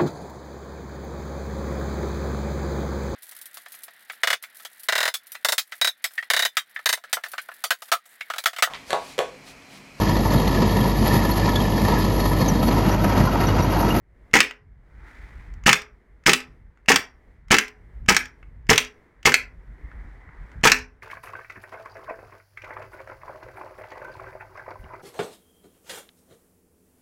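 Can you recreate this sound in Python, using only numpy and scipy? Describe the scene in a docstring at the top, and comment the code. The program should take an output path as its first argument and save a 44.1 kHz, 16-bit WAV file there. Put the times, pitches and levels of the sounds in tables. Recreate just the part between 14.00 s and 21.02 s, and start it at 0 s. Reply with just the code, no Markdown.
"""A gas blowback airsoft pistol fires nine close, snappy shots in a small tiled patio.
Each shot takes under a tenth of a second: the hammer falls, the valve spits, gas pops from the muzzle,
the slide hits its rear stop, picks up a pellet and slams shut. The walls ring briefly and pellets tick
off the tiles. Between shots the grip clicks and sleeves rustle, over a low rumble and an outdoor hush."""
import sys
import numpy as np
from scipy import signal
from scipy.fft import rfft, irfft
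from scipy.io import wavfile
from scipy.ndimage import uniform_filter1d, map_coordinates

SR = 44100
rng = np.random.default_rng(int(sys.argv[2]) if len(sys.argv) > 2 else 0)


def materialize(psi):
    """Save the field psi as 16-bit PCM at rate SR to the path in sys.argv[1].

    A 1-D psi becomes a single channel; in a 2-D psi each row is a channel.
    """
    bounded = np.clip(np.atleast_2d(psi).T, -1, 1)
    quanta = np.round(bounded * 32767).astype(np.int16)
    wavfile.write(sys.argv[1], SR, quanta)


N = 309582

# Levels in the tables are relative: each layer adds its own trim.
# fader ride of the low rumble: time_s, level_db
RUMBLE_RIDE = [(0.0, -65), (0.08, -56), (1.64, -39.5), (2.05, -59.5), (2.09, -51), (3.42, -53),
               (3.52, -33.5), (3.6, -55), (4.05, -39), (4.22, -51), (4.69, -39.5), (5.02, -64.5),
               (5.85, -37), (5.91, -59), (5.98, -36), (6.18, -43.5), (6.69, -41), (7.02, -58)]
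# tone of the rumble and of the distant hush: freq_hz, level_db
RUMBLE_EQ = [(20, -25), (36, -6), (48, 2.5), (56, -2), (72, -11.5), (110, -17), (160, -21.5), (230, -30),
             (400, -66.5), (2000, -105)]
HUSH_EQ = [(30, 8), (100, 3.5), (200, 1), (400, 1), (800, -9), (1400, -13), (2100, -7), (2500, -21),
           (3000, -20), (5000, -25.5), (10000, -29), (16000, -34)]
# cue sheet; the slide cycles more slowly as the gas cools, and partly recovers in the pause:
# hammer_s, shut_s, trigger_db, hammer_bright_db, kick_db, valve_db, muzzle_db, rear_stop_db, slam_db
SHOT_CUES = [(0.3372, 0.4040, -38, 2.5, -3, -4, -1.5, -3, 0.5),
             (1.6624, 1.7292, -29.5, 2, 2, 2, -1.5, 3, 0.5), (2.2626, 2.3328, -38, 3, -7.5, 1, -2, 3, 1),
             (2.8846, 2.9591, -31, 1, -3, 1.5, -2, 2, 1), (3.5084, 3.5846, -34, -3, 1.5, 4.5, -2, 1, -2),
             (4.0862, 4.1657, -31, 4.5, 1, 4.5, -5.5, -8, -1.5),
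             (4.6932, 4.7785, -36.5, -2.5, 3.5, 4, -1.5, -3.5, 1),
             (5.2545, 5.3410, -28.5, 4, -8, 2.5, -3, -11, 0.5),
             (6.6367, 6.7180, -40.5, -0.5, -2.5, -1, 1.5, 4.5, 1.5)]
# tone of the slide and small clicks, the hammer, the valve and the muzzle: freq_hz, level_db
CLACK_EQ = [(100, -21.5), (400, -20.5), (800, -12), (1400, -2), (2100, 2.5), (2700, 0), (3800, -10.5),
            (5000, -8.5), (6300, -8), (8000, -15), (10000, -24), (15000, -29)]
HAMMER_EQ = [(100, -19), (200, -6), (500, -7), (1200, -5), (2100, 5), (3000, -1.5), (3900, -15.5),
             (5500, -13), (7500, -15), (10000, -28), (15000, -32.5)]
VALVE_EQ = [(100, -17.5), (400, -9.5), (1200, -6), (2200, 0), (3700, -9), (5800, 3), (7500, -5.5),
            (10000, -16), (15000, -21.5)]
MUZZLE_EQ = [(100, -11), (200, -2.5), (310, 1.5), (410, 3.5), (520, -2), (620, -8), (900, 3.5),
             (1400, -0.5), (2000, 0), (3000, -7.5), (4000, -16), (5500, -15), (10000, -24), (15000, -29.5)]
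# metallic ring of slide and frame, its decay capped at longest_t60_s: pitch_hz, level_db, t60_s
METAL_MODES = [(1320, 2.5, 0.39), (2020, -0.5, 0.14), (1920, -4, 0.13), (2020, -1, 0.22), (2200, -2, 0.19),
               (2300, -4, 0.19), (2620, -8.5, 0.1), (3128, -14.5, 0.13), (4680, -10.5, 0.12),
               (5750, -8, .13), (6160, -7, 0.11), (7100, -10.5, 0.08), (11400, -21.5, 0.12),
               (12300, -21.5, 0.12), (12680, -20, 0.11), (14400, -19, 0.066)]
# boom of the air between the patio walls: pitch_hz, level_db, t60_s
AIR_MODES = [(113, -4, 0.066), (146.8, -2, .13), (181, 1.5, 0.13), (254, 2.5, 0.36), (292, -3.5, .14),
             (374, -4, 0.13), (422, -1.5, 0.44), (726, -3, 0.2), (813, -1.5, 0.16), (940, -1, 0.18),
             (1027, -4, 0.38)]
# early reflections off floor and walls: delay_s, level_db
REFLECTIONS = [(.0023, -13.5), (.0062, -13.5), (.0088, -12), (0.0134, -13.5), (0.0249, -21)]
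# length of the reverb tail: freq_hz, t60_s
REVERB_DECAY = [(100, 0.09), (300, 0.2), (900, 0.35), (2100, 0.22), (4000, 0.21), (5500, 0.2726),
                (8000, 0.13), (11000, 0.16), (15000, 0.09)]
# tone of the reverb tail: freq_hz, level_db
REVERB_EQ = [(100, -0.5), (400, -6.5), (1000, -18.5), (2100, -9.5), (4000, -16.5), (8000, -18),
             (14000, -8.5)]
# pellets bouncing off the tiles: start_s, level_db, bright_db
PELLET_CUES = [(0.51, -16.5, -9), (1.8187, -28.5, 6), (2.4034, -18, -2), (3.681, -29, 7.5),
               (4.2563, -25.5, 2.5), (4.8482, -27, 6), (6.7879, -32, 11)]
# two arm moves, one to turn the pistol and one to raise it: time_s, level_db
SLEEVE_RIDE = [(0, -80), (.8, -73), (1.08, -51.5), (1.25, -51.5), (1.45, -54), (1.9, -72), (5.55, -66.5),
               (5.96, -55.5), (6.55, -54.5), (7.02, -73.5)]
# tone of the rubbing cloth: freq_hz, level_db
SLEEVE_EQ = [(150, -33.5), (250, 2.5), (400, -2), (600, -8), (900, -1.5), (1150, -4.5), (2020, 2.5),
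             (2730, -16), (3300, -14.5), (5180, -20.5), (9040, -27), (14000, -34.5)]
# fingers shifting on the grip: start_s, level_db, bright_db
GRIP_CUES = [(1.5384, -37.5, 5.5), (2.7735, -42.5, -2.5), (4.4285, -32, -16), (5.916, -31.5, -21),
             (6.29, -33, -34), (6.5168, -37.5, 0)]
# slide and spring pinging after four hard rear stops: start_s, level_db, pitch_hz
PING_CUES = [(2.292, -19.5, 1878), (2.9185, -14, 1890), (3.5402, -13, 2650), (6.6735, -18, 2220)]


def from_db(db):
    """Decibels to gain."""
    return 10 ** (np.asarray(db) / 20)


def rms_one(x):
    """Scale to an rms of 1."""
    return x / np.sqrt(np.mean(x ** 2) + 1e-20)


def ride(rows):
    """A fader curve through (time_s, level_db) rows, at every sample."""
    return np.interp(np.arange(N) / SR, *np.transpose(rows))


def at_hz(points, hz):
    """Read (freq_hz, value) rows on a log-frequency axis."""
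    freq_hz, value = np.transpose(points)
    return np.interp(np.log(np.maximum(hz, 1)), np.log(freq_hz), value)


def drift(hz):
    """Smooth random wander with an rms of 1."""
    steps = rng.standard_normal(2000)
    return rms_one(map_coordinates(steps, [np.arange(N) / SR * hz], order=3, mode="wrap"))


def equalise(x, eq):
    """Minimum-phase EQ, so attacks get no pre-ring; white noise keeps its power."""
    size = 16384
    gain = rms_one(from_db(at_hz(eq, np.linspace(0, SR / 2, size // 2 + 1))))
    cepstrum = irfft(np.log(gain))
    cepstrum[1:size // 2] *= 2
    cepstrum[size // 2 + 1:] = 0
    response = irfft(np.exp(rfft(cepstrum)))
    return signal.oaconvolve(x, response)[:len(x)]


def lowpass(x, hz):
    """Second-order low-pass."""
    return signal.sosfilt(signal.butter(2, hz, fs=SR, output="sos"), x + 1e-18)


def ring(strikes, hz, t60_s):
    """A resonator: a unit click sets off a dying sine of height 1."""
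    radius, angle = from_db(-60 / (t60_s * SR)), 2 * np.pi * hz / SR
    feedback = [1, -2 * radius * np.cos(angle), radius ** 2]
    return signal.lfilter([0, np.sin(angle)], feedback, strikes + 1e-18)


def add(track, start_s, sound):
    """Drop a sound onto a track."""
    start = round(start_s * SR)
    track[start:start + len(sound)] += sound[:N - start]


def cues(start_s, level_db, bright_db):
    """Cue rows from columns or shared values."""
    return np.column_stack(np.broadcast_arrays(start_s, level_db, bright_db))


def clicks(events, spread_db):
    """One click per cue, each a little different in strength."""
    track = np.zeros(N)
    for start_s, level_db, _ in events:
        track[round(start_s * SR)] = from_db(level_db + spread_db * rng.standard_normal())
    return track


def bursts(events, eq, trim_db, rise_s, decay_s):
    """One short noise burst of chatter or gas per cue; bright_db sets its treble shelf."""
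    t, track = np.arange(SR // 12) / SR, np.zeros(N)
    hz = np.fft.rfftfreq(len(t), 1 / SR)
    envelope = (1 - np.exp(-t / rise_s)) * np.exp(-t / decay_s)
    for start_s, level_db, bright_db in events:
        white = rng.choice([-1., 1.], len(t))
        shelf = from_db(at_hz([(2500, 0), (4500, bright_db)], hz))
        noise = irfft(rfft(white) * shelf, len(t))
        add(track, start_s, from_db(level_db + trim_db) * envelope * noise)
    return equalise(track, eq)


def outdoor_bed(rumble_db, swell_db, swell_hz, hush_db, waver_db):
    """A deep rumble swells and fades at random under a dull, wavering outdoor hush."""
    rumble = equalise(rng.standard_normal(N + SR), RUMBLE_EQ)[SR:]
    rumble /= np.sqrt(uniform_filter1d(rumble ** 2, size=3000) + 1e-12)   # even it out before the fader
    hush = equalise(rng.standard_normal(N), HUSH_EQ)
    rumble *= from_db(ride(RUMBLE_RIDE) + rumble_db + swell_db * np.tanh(drift(swell_hz)))
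    hush *= from_db(hush_db + waver_db * drift(hz=6.0))
    return rumble + hush


def firing_cycle(trigger_lead_s, swing_s, valve_lag_s, muzzle_lag_s, stop_share, feed_share):
    """Cue each part around the hammer's fall; rear stop and feed land at shares of the cycle."""
    (hammer_s, shut_s, trigger_db, hammer_bright_db,
     kick_db, valve_db, muzzle_db, rear_stop_db, slam_db) = np.transpose(SHOT_CUES)
    cycle_s = shut_s - hammer_s
    return dict(trigger=cues(hammer_s - trigger_lead_s, trigger_db, bright_db=1.5),
                sear=cues(hammer_s - swing_s, level_db=-17.5, bright_db=1.5),
                hammer=cues(hammer_s, level_db=-1.44, bright_db=hammer_bright_db),
                kick=cues(hammer_s, kick_db, bright_db=0),
                valve=cues(hammer_s + valve_lag_s, valve_db, bright_db=-3.5),
                muzzle=cues(hammer_s + muzzle_lag_s, muzzle_db - 5.0, bright_db=2.04),
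                rear_stop=cues(hammer_s + stop_share * cycle_s, rear_stop_db, bright_db=-1.0),
                feed=cues(hammer_s + feed_share * cycle_s, level_db=-4.0, bright_db=-0.5),
                slam=cues(shut_s, slam_db, bright_db=2.5))


def trigger_clicks(action):
    """The trigger breaks with a tiny click just ahead of each shot."""
    return bursts(action["trigger"], CLACK_EQ, trim_db=-8.0, rise_s=0.00038, decay_s=0.002)


def hammer_and_slide(action, ring_db, longest_t60_s):
    """The sear snaps, then hammer and slide crack against the frame with a short metallic ring."""
    snap = bursts(action["sear"], CLACK_EQ, trim_db=-3.5, rise_s=0.0008, decay_s=0.0027)
    cracks = (bursts(action["hammer"], HAMMER_EQ, trim_db=0.5, rise_s=0.0015, decay_s=0.0043)
              + bursts(action["rear_stop"], CLACK_EQ, trim_db=-5.5, rise_s=0.0007, decay_s=0.0059)
              + bursts(action["feed"], CLACK_EQ, trim_db=-10.0, rise_s=0.00056, decay_s=0.0043)
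              + bursts(action["slam"], CLACK_EQ, trim_db=-1.5, rise_s=0.0003, decay_s=0.003))
    blows = [*action["hammer"], *action["rear_stop"], *action["feed"], *action["slam"]]
    ringing = sum(from_db(db) * ring(clicks(blows, spread_db=3.0), hz, min(t60_s, longest_t60_s))
                  for hz, db, t60_s in METAL_MODES)
    return snap + cracks + from_db(ring_db) * ringing


def gas_blast(action, kick_db, kick_hz, pop_db, pop_hz, boom_db):
    """The valve spits; a low kick thumps the frame as the hammer falls; the muzzle's pressure pulse pops and
    rings the patio's air."""
    spit = bursts(action["valve"], VALVE_EQ, trim_db=-5.5, rise_s=0.0007, decay_s=0.0046)
    jet = bursts(action["muzzle"], MUZZLE_EQ, trim_db=-1.0, rise_s=0.00016, decay_s=0.012)
    kick = from_db(kick_db) * ring(clicks(action["kick"], spread_db=0.53), kick_hz, t60_s=0.028)
    pulses = clicks(action["muzzle"], spread_db=1.5)
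    pop = -from_db(pop_db) * ring(pulses, pop_hz, t60_s=0.007)
    boom = sum((-1) ** k * from_db(db) * ring(pulses, hz, t60_s)   # modes alternate in polarity
               for k, (hz, db, t60_s) in enumerate(AIR_MODES))
    return spit + jet + kick + pop + from_db(boom_db) * boom


def patio_reverb(x, echo_cutoff_hz, build_s):
    """The direct sound, a quick slap off floor and walls, then a tail that lasts longest in the mids."""
    t = np.arange(int(0.6 * SR)) / SR
    early = np.zeros(len(t))
    for delay_s, level_db in REFLECTIONS:
        early[round(delay_s * SR)] += from_db(level_db)
    response = lowpass(early, echo_cutoff_hz)
    white, hz = rfft(rng.standard_normal(len(t))), np.fft.rfftfreq(len(t), 1 / SR)
    edges_hz = np.geomspace(60, 18000, 22)
    bloom = 1 - np.exp(-(t / build_s) ** 2)
    for low, high in zip(edges_hz, edges_hz[1:]):
        centre_hz = np.sqrt(low * high)
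        envelope = bloom * from_db(-60 * t / at_hz(REVERB_DECAY, centre_hz))
        band = irfft(white * ((hz >= low) & (hz < high)), len(t))
        response += from_db(at_hz(REVERB_EQ, centre_hz)) * band * envelope / np.linalg.norm(envelope)
    return x + signal.oaconvolve(x, response)[:N]


def in_patio(pistol):
    """Each shot rings off the patio walls with its own slightly different diffuse tail."""
    splits_s = [shot[0] - 0.1 for shot in SHOT_CUES[1:]]
    shot_index = np.searchsorted(splits_s, np.arange(N) / SR)
    return sum(patio_reverb(pistol * (shot_index == k), echo_cutoff_hz=6400, build_s=0.022)
               for k in range(len(SHOT_CUES)))


def pellet_bounces():
    """Pellets hit the tiles with a sharp tick."""
    return bursts(PELLET_CUES, CLACK_EQ, trim_db=-6.5, rise_s=0.0001, decay_s=0.0022)


def sleeve_rustle(grain_db, swell_db, swell_hz, brisk_db, brighten):
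    """Cloth fibres catch and slip in a fine grain; each band swells alone, and brisk moves brighten."""
    level_db = ride(SLEEVE_RIDE)
    grain = from_db(grain_db * rms_one(lowpass(rng.standard_normal(N), hz=120)))
    rub_spectrum = rfft(rms_one(equalise(grain * rng.standard_normal(N), SLEEVE_EQ)))
    band = np.digitize(np.fft.rfftfreq(N, 1 / SR), [400, 800, 1250, 1700, 2200])
    tilt_db = brighten * np.maximum(level_db - brisk_db, 0)
    rustle = np.zeros(N)
    for k in np.unique(band):
        band_db = swell_db * drift(swell_hz) + tilt_db * (k / band.max() - 0.5)
        rustle += from_db(band_db) * irfft(rub_spectrum * (band == k), N)
    return from_db(level_db) * rustle


def grip_handling(knock_db, knock_hz):
    """The grip clicks and gives a hollow knock under the fingers."""
    ticks = bursts(GRIP_CUES, CLACK_EQ, trim_db=-8.0, rise_s=0.00038, decay_s=0.002)
    knocks = ring(clicks(GRIP_CUES, spread_db=1.5), knock_hz, t60_s=0.013)
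    return ticks + from_db(knock_db) * knocks


def spring_pings(t60_s):
    """A hard rear stop leaves one short metallic note in the slide and its spring."""
    t, track = np.arange(SR // 4) / SR, np.zeros(N)
    for start_s, level_db, pitch_hz in PING_CUES:
        add(track, start_s, from_db(level_db - 60 * t / t60_s) * np.sin(2 * np.pi * pitch_hz * t))
    return track


def hiss_suppressor(x, split_hz, open_db, slope, floor_db):
    """A treble expander: faint highs are turned down, which tightens bright tails."""
    treble = signal.sosfiltfilt(signal.butter(4, split_hz, "high", fs=SR, output="sos"), x)
    level_db = 10 * np.log10(np.abs(uniform_filter1d(treble ** 2, size=400)) + 1e-14)
    gain = from_db(np.clip(slope * (level_db - open_db), floor_db, 0))
    return x + treble * (gain - 1)


def scene():
    """The mono mix: pistol and pellets through the patio reverb, sleeves and outdoor bed dry."""
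    action = firing_cycle(trigger_lead_s=0.025, swing_s=0.0036, valve_lag_s=0.0072, muzzle_lag_s=0.0158,
                          stop_share=0.435, feed_share=0.755)
    metal = hammer_and_slide(action, ring_db=-40.0, longest_t60_s=0.21) + spring_pings(t60_s=0.085)
    blast = gas_blast(action, kick_db=-9.5, kick_hz=208, pop_db=-2.5, pop_hz=395, boom_db=-24.5)
    ticks = trigger_clicks(action) + grip_handling(knock_db=-8.5, knock_hz=1440) + pellet_bounces()
    cloth = sleeve_rustle(grain_db=1.0, swell_db=1.55, swell_hz=8.6, brisk_db=-55.0, brighten=1.66)
    bed = outdoor_bed(rumble_db=-1.5, swell_db=7.0, swell_hz=17.0, hush_db=-62, waver_db=3.2)
    return (in_patio(metal + blast + ticks) + cloth + bed)[None]


def record(dry):
    """Master chain: suppress faint hiss, soft-clip the peaks, cut the very top."""
    cleaned = hiss_suppressor(dry, split_hz=2600, open_db=-48.5, slope=0.38, floor_db=-7.5)
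    high_cut = signal.cheby2(16, 60, 16600, fs=SR, output="sos")   # 60 dB down from 16.6 kHz
    return signal.sosfilt(high_cut, np.tanh(cleaned))


dry = scene()
out = record(dry)
materialize(out)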